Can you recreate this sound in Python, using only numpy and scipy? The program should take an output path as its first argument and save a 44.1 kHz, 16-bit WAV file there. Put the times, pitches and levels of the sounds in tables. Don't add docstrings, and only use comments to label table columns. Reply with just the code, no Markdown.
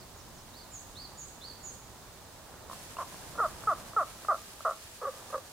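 import sys
import numpy as np
from scipy import signal
from scipy.fft import rfft, irfft, next_fast_len
from scipy.io import wavfile
from scipy.ndimage import map_coordinates

SR = 44100
rng = np.random.default_rng(int(sys.argv[2]) if len(sys.argv) > 2 else 0)


def unload_wav(signal):
    wavfile.write(
        sys.argv[1],
        SR,
        np.round(np.clip(np.atleast_2d(signal).T, -1, 1) * 32767).astype(np.int16),
    )


N = 243431
TIME = np.arange(N) / SR


def undb(db):
    return 10 ** (np.asarray(db) / 20)


def add(track, start_s, sound):
    at = int(start_s * SR) + np.arange(len(sound))
    inside = (at >= 0) & (at < N)
    track[at[inside]] += sound[inside]


def pan(sound, left_minus_right_db):
    channel_db = np.array([[left_minus_right_db], [-left_minus_right_db]]) / 2
    return sound * undb(channel_db)


def colour(sound, spectrum):
    hz, db = np.transpose(spectrum)
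    size = next_fast_len(N)
    log_hz = np.log(np.fft.rfftfreq(size, 1 / SR) + 1)
    gain = undb(np.interp(log_hz, np.log(hz), db, left=-60, right=-90))
    filtered = irfft(rfft(sound, size) * gain, size)[..., :N]
    return filtered / np.sqrt(np.mean(filtered ** 2))


def walk(steps_per_s):
    steps = rng.standard_normal(1024)
    return map_coordinates(steps, [TIME * steps_per_s], order=2, mode="mirror")


def spread(pair, likeness):
    shared = np.sqrt(1 + likeness) * pair[0]
    opposed = np.sqrt(1 - likeness) * pair[1] * np.array([[1], [-1]])
    return (shared + opposed) / np.sqrt(2)


def scatter(sound, t60_s, build_s, likeness):
    t = TIME[:SR]
    envelope = 1000 ** (-t / t60_s) * (1 - np.exp(-t / build_s))
    tail = spread(rng.standard_normal((2, SR)), likeness) * envelope
    tail /= np.sqrt(np.sum(tail ** 2) / 2)
    return signal.fftconvolve(sound[None], tail, axes=1)[:, :N]


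# frequency_hz, density_db (per Hz)
HISS = [(1060, -26), (1800, -5), (2520, -6), (3260, -4), (3700, -3), (4170, -2.5), (4530, -3.5),
        (5900, -4.5), (6350, -3.5), (8590, -5.5), (13300, -11.5), (15100, -6), (16000, -14)]
HISS_DB = -55.5


def hiss():
    noise = colour(spread(rng.standard_normal((2, N)), 0.044), HISS)
    return pan(noise * undb(HISS_DB + 0.041 * walk(5.8)), -2.6)


def splashes(per_second, mean_boost_db):
    hit = rng.random((2, N)) < per_second / SR
    size = undb(mean_boost_db * np.minimum(rng.exponential(size=(2, N)), 6))
    bursts = hit * size * rng.standard_normal((2, N))
    fizz = 0.43 * rng.standard_normal((2, N))
    return bursts + fizz


# start_s, rumble_db, murmur_db
BROOK_LOWS = [(0.0, -57.5, -58), (1.86, -58, -57.5), (2.21, -58.5, -58), (3.61, -54.5, -52.5),
              (3.8, -54.5, -53.5), (4.52, -63.5, -59), (5.01, -62, -60), (5.2, -61.5, -54.5),
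              (5.52, -63.5, -59)]
RUMBLE_GAIN_DB, MURMUR_GAIN_DB = 2.5, 3
# frequency_hz, density_db (per Hz)
RUMBLE = [(18, -4), (30, -3.5), (50, 1), (100, 1.5), (150, -3), (250, -6.5), (400, -11.5)]
MURMUR = [(130, -6.5), (250, -4), (450, -0.5), (650, 0.5), (1000, 0), (1300, -4), (1700, -8.5),
          (2400, -17.5), (4000, -37)]
SPLASH = [(940, -30), (1600, -2), (2040, -9), (2420, -6.5), (4700, -6.5), (9690, -7), (12700, -12),
          (15200, -15), (16000, -24)]
SPLASH_STEP_S, SPLASH_RISE_S = 2.68, 0.043
SPLASH_FAINT_DB, SPLASH_LOUD_DB, SPLASH_EASE_DB_PER_S = -64.5, -51, 1


def brook():
    start_s, *columns = np.transpose(BROOK_LOWS)
    rumble_db, murmur_db = (np.interp(TIME, start_s, column) for column in columns)
    rumble_db = rumble_db + RUMBLE_GAIN_DB + 0.6 * walk(9.8)
    murmur_db = murmur_db + MURMUR_GAIN_DB + 0.51 * walk(16)
    since_step = np.maximum(TIME - SPLASH_STEP_S, 0)
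    splash_db = np.interp(since_step, [0, SPLASH_RISE_S], [SPLASH_FAINT_DB, SPLASH_LOUD_DB])
    splash_db = splash_db - SPLASH_EASE_DB_PER_S * since_step + 1.57 * walk(23.976)

    rumble = colour(spread(rng.standard_normal((2, N)), 0.84), RUMBLE) * undb(rumble_db)
    murmur = colour(spread(splashes(900, 2.04), 0.68), MURMUR) * undb(murmur_db)
    splash = colour(spread(splashes(4000, 2.3), 0), SPLASH) * undb(splash_db)
    return pan(rumble, -2.0) + pan(murmur, -1.4) + pan(splash, -1.4)


DRIP_S, DRIP_DB, DRIP_T60_S = 2.969, -44.5, 0.037
DRIP_HZ, DRIP_RISE_HZ_PER_S = 2690, 25000


def drip():
    t = TIME[:SR // 20]
    phase = 2 * np.pi * np.cumsum(DRIP_HZ + DRIP_RISE_HZ_PER_S * t) / SR
    track = np.zeros(N)
    add(track, DRIP_S, undb(DRIP_DB - 60 * t / DRIP_T60_S) * np.sin(phase))
    return pan(track, -1)


ARCH = [.78, .91, 1, 1.05, .99, .9]
DIP = [1.03, 1.055, 1, .97, .965, 1.01]
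HOOK = [1.04, 1.06, 1, .82, .92, 1.04]
FLICK = [.87, .92, .97, 1, 1, 1]
WARBLE = [.82, .9, 1, 1.09, .96, 1.08, .96, .9]
# start_s, length_s, pitch_hz, level_db, share scattered by the trees (0-1), glide
OPENING = [(-.06, .096, 4730, -54.5, .4, ARCH), (.158, 0.072, 6500, -55.5, 0.53, HOOK),
           (.34, .088, 6400, -57.5, .35, HOOK), (.53, .122, 4420, -52, .16, WARBLE)]
# start_s (into the phrase), length_s, pitch_hz,
# level_db (in the first phrase), share scattered by the trees (0-1), glide
PHRASE = [(0, .086, 6780, -42, .75, DIP), (0.069, 0.051, 8090, -54.5, 0.9, FLICK),
          (0.236, .12, 4477, -44, .62, ARCH)]
SONG_START_S, SONG_END_S, PHRASE_PERIOD_S = .713, 1.8, .458
SONG_GROWTH_DB = 1


def song(count):
    chirps = list(OPENING)
    for k in range(count):
        for into_s, length_s, pitch_hz, level_db, share, glide in PHRASE:
            start_s = SONG_START_S + k * PHRASE_PERIOD_S + into_s
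            if start_s < SONG_END_S:
                chirps.append((start_s, length_s, pitch_hz, level_db + k * SONG_GROWTH_DB, share, glide))
    return chirps


def bird():
    direct, among_trees = np.zeros(N), np.zeros(N)
    tremble = .04 * walk(600)
    for start_s, length_s, pitch_hz, level_db, share, glide in song(count=3):
        u = np.linspace(0, 1, int(length_s * SR))
        steps = u * (len(glide) - 1)
        hz = pitch_hz * map_coordinates(np.array(glide, float), [steps], order=2, mode="nearest")
        hz *= 1 + share * tremble[abs(int(start_s * SR)):][:len(u)]
        swell = np.sqrt(np.abs(np.sin(np.pi * u)))
        note = undb(level_db) * swell * np.sin(2 * np.pi * np.cumsum(hz) / SR)
        add(direct, start_s, np.sqrt(1 - share) * note)
        add(among_trees, start_s, np.sqrt(share) * note)
    near = undb(-2) * scatter(among_trees, t60_s=.11, build_s=.002, likeness=.3)
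    far = undb(-6.5) * scatter(among_trees, t60_s=.72, build_s=.015, likeness=0)
    return pan(direct + near + far, -5.5)


# frequency_hz, level_db
FILLING = [(300, -36), (550, -8.5), (700, -6), (850, -14), (1050, 4), (1250, -4.5), (1600, -18),
           (2400, -32)]
TAUT = [(280, -58), (430, -19), (520, -8.5), (640, 1), (800, -13.5), (930, -17), (1130, 2), (1350, 2),
        (1480, -13), (1620, -24.5), (1950, -26), (2400, -63)]
SLACK = [(280, -37), (400, -16), (520, 6), (680, -14), (900, -18), (1080, -6.5), (1190, 4.5), (1350, -14),
         (1700, -21), (2400, -41)]
TAUT_FROM_S, SLACK_FROM_S = 3.2, 4.9


def sac(at_s):
    if at_s < TAUT_FROM_S:
        return FILLING
    return TAUT if at_s < SLACK_FROM_S else SLACK


def ring(spectrum):
    hz, db = np.transpose(spectrum)
    size = 2048
    log_hz = np.log(np.fft.rfftfreq(size, 1 / SR) + 1)
    outside = np.abs(log_hz - np.clip(log_hz, np.log(hz[0]), np.log(hz[-1])))
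    gain = undb(np.interp(log_hz, np.log(hz), db) - 20 * np.minimum(outside, 1))
    cepstrum = irfft(np.log(gain))
    cepstrum[1:size // 2] *= 2
    cepstrum[size // 2 + 1:] = 0
    return irfft(np.exp(rfft(cepstrum)))


PUSH_DB, FALL_BEND = 2.5, 1.15
LIMP_BELOW_HZ, LIMP_SHARE = 215.4, 0.814
STEADY_ROUGH = .003


def croak(length_s, push_s, start_hz, pushed_hz, end_hz, fade_db, rough):
    chance = rng.standard_normal((64, 2))
    pulses, t = np.zeros(SR // 5), 0.
    for k, (late, strong) in enumerate(chance):
        if t > length_s:
            break
        pushed = min(1, t / push_s)
        spent = (t - push_s) / (length_s - push_s) if t > push_s else 0
        hz = start_hz + (pushed_hz - start_hz) * pushed + (end_hz - pushed_hz) * spent ** FALL_BEND
        db = PUSH_DB * (pushed - 1) - fade_db * (t / length_s) ** 2
        uneven = STEADY_ROUGH + rough * (t < push_s)
        pulses[round(t * SR)] = undb(db + 8.3 * np.sqrt(uneven) * strong)
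        limp = LIMP_SHARE * max(0, 1 - hz / LIMP_BELOW_HZ)
        t += np.exp(uneven * late) * (1 - limp * (-1) ** k) / hz
    return pulses


RATTLE_GAP_S, RATTLE_SLOWING, RATTLE_FALL_DB = .008, 1.1, 7.5


def rattle(count):
    k = np.arange(count)
    pulse_s = np.cumsum(RATTLE_GAP_S * RATTLE_SLOWING ** k)
    pulses = np.zeros(SR // 5)
    pulses[np.round(pulse_s * SR).astype(int)] = undb(-RATTLE_FALL_DB * k)
    return pulses


# start_s, length_s, push_s, pulse rate start_hz, pushed_hz (after the push)
# and end_hz, level_db, fade_db, roughness added in the push (0-1), rattle_db (practically silent in several)
CROAKS = [(2.985, .013, .002, 363, 345, 325, 3.5, 4, 0.03, -30),
          (3.0011, 0.035, 0.0021, 307, 299.6, 160, 4, 8, 0.02, -14),
          (3.3845, .078, .02, 471.4, 450, 278.6, 8.5, 2, .05, -3),
          (3.6714, 0.065, 0.0033, 453, 444, 256, 11, 8, 0.03, -15),
          (3.964, 0.07, 0.0028, 448, 448, 238, 11.5, 9, 0.01, -14),
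          (4.2846, 0.051, .016, 411, 396, 215, 12, 6, .001, 7.5),
          (4.6497, .052, 0.0029, 265, 244.8, 58, 11.5, 4.5, 0, 8.5),
          (5.0155, .03, 0.018, 249.6, 433, 413, 3.5, 0.5, 0.06, -30),
          (5.05, .012, .002, 392, 387, 368, 6, 3, 0.04, -30),
          (5.0675, .0302, .011, 285, 276, 209, 6, 11, .01, -9),
          (5.116, 0.094, .1, 192, 138.3, 130, -11.5, 9, 0.14, -24),
          (5.3274, 0.036, 0.017, 285, 320.3, 241, 7.5, 3.5, 0.09, -20),
          (5.376, 0.011, 0.0047, 275, 266, 235, -0.5, 4, 0.06, -14)]
# start_s, level_db (before FROG_DB)
CLUCKS = [(2.6984, -0.5), (2.7129, -0.5), (2.731, -1.5), (2.9685, 0), (3.3537, -7), (3.3777, -2),
          (3.6366, -3.5), (3.9331, -6), (4.248, -2), (4.6058, -3), (5.3022, -4.5)]
FROG_DB, FROG_PAN_DB = 1, -1


def frog():
    voice = np.zeros(N)
    for start_s, length_s, push_s, start_hz, pushed_hz, end_hz, level_db, fade_db, rough, rattle_db in CROAKS:
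        body = ring(sac(start_s))
        pulses = croak(length_s, push_s, start_hz, pushed_hz, end_hz, fade_db, rough)
        add(voice, start_s, undb(level_db) * signal.fftconvolve(pulses, body))
        add(voice, start_s + length_s, undb(rattle_db) * signal.fftconvolve(rattle(count=3), body))
    for start_s, level_db in CLUCKS:
        add(voice, start_s, undb(level_db) * ring(sac(start_s)))
    voice *= undb(FROG_DB)
    direct = np.array([np.roll(voice, 1), voice])
    bed = undb(-14.0) * scatter(voice, t60_s=0.22, build_s=0.0029, likeness=0.82)
    wood = undb(-32) * scatter(voice, t60_s=1.0, build_s=0.024, likeness=0.82)
    return pan(direct + bed + wood, FROG_PAN_DB)


def scene():
    return hiss() + brook() + drip() + bird() + frog()


TOP_HZ = 15800


def record(dry):
    low_pass = signal.ellip(10, .2, 70, TOP_HZ, fs=SR, output="sos")
    return signal.sosfilt(low_pass, dry)


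dry = scene()
out = record(dry)
unload_wav(out)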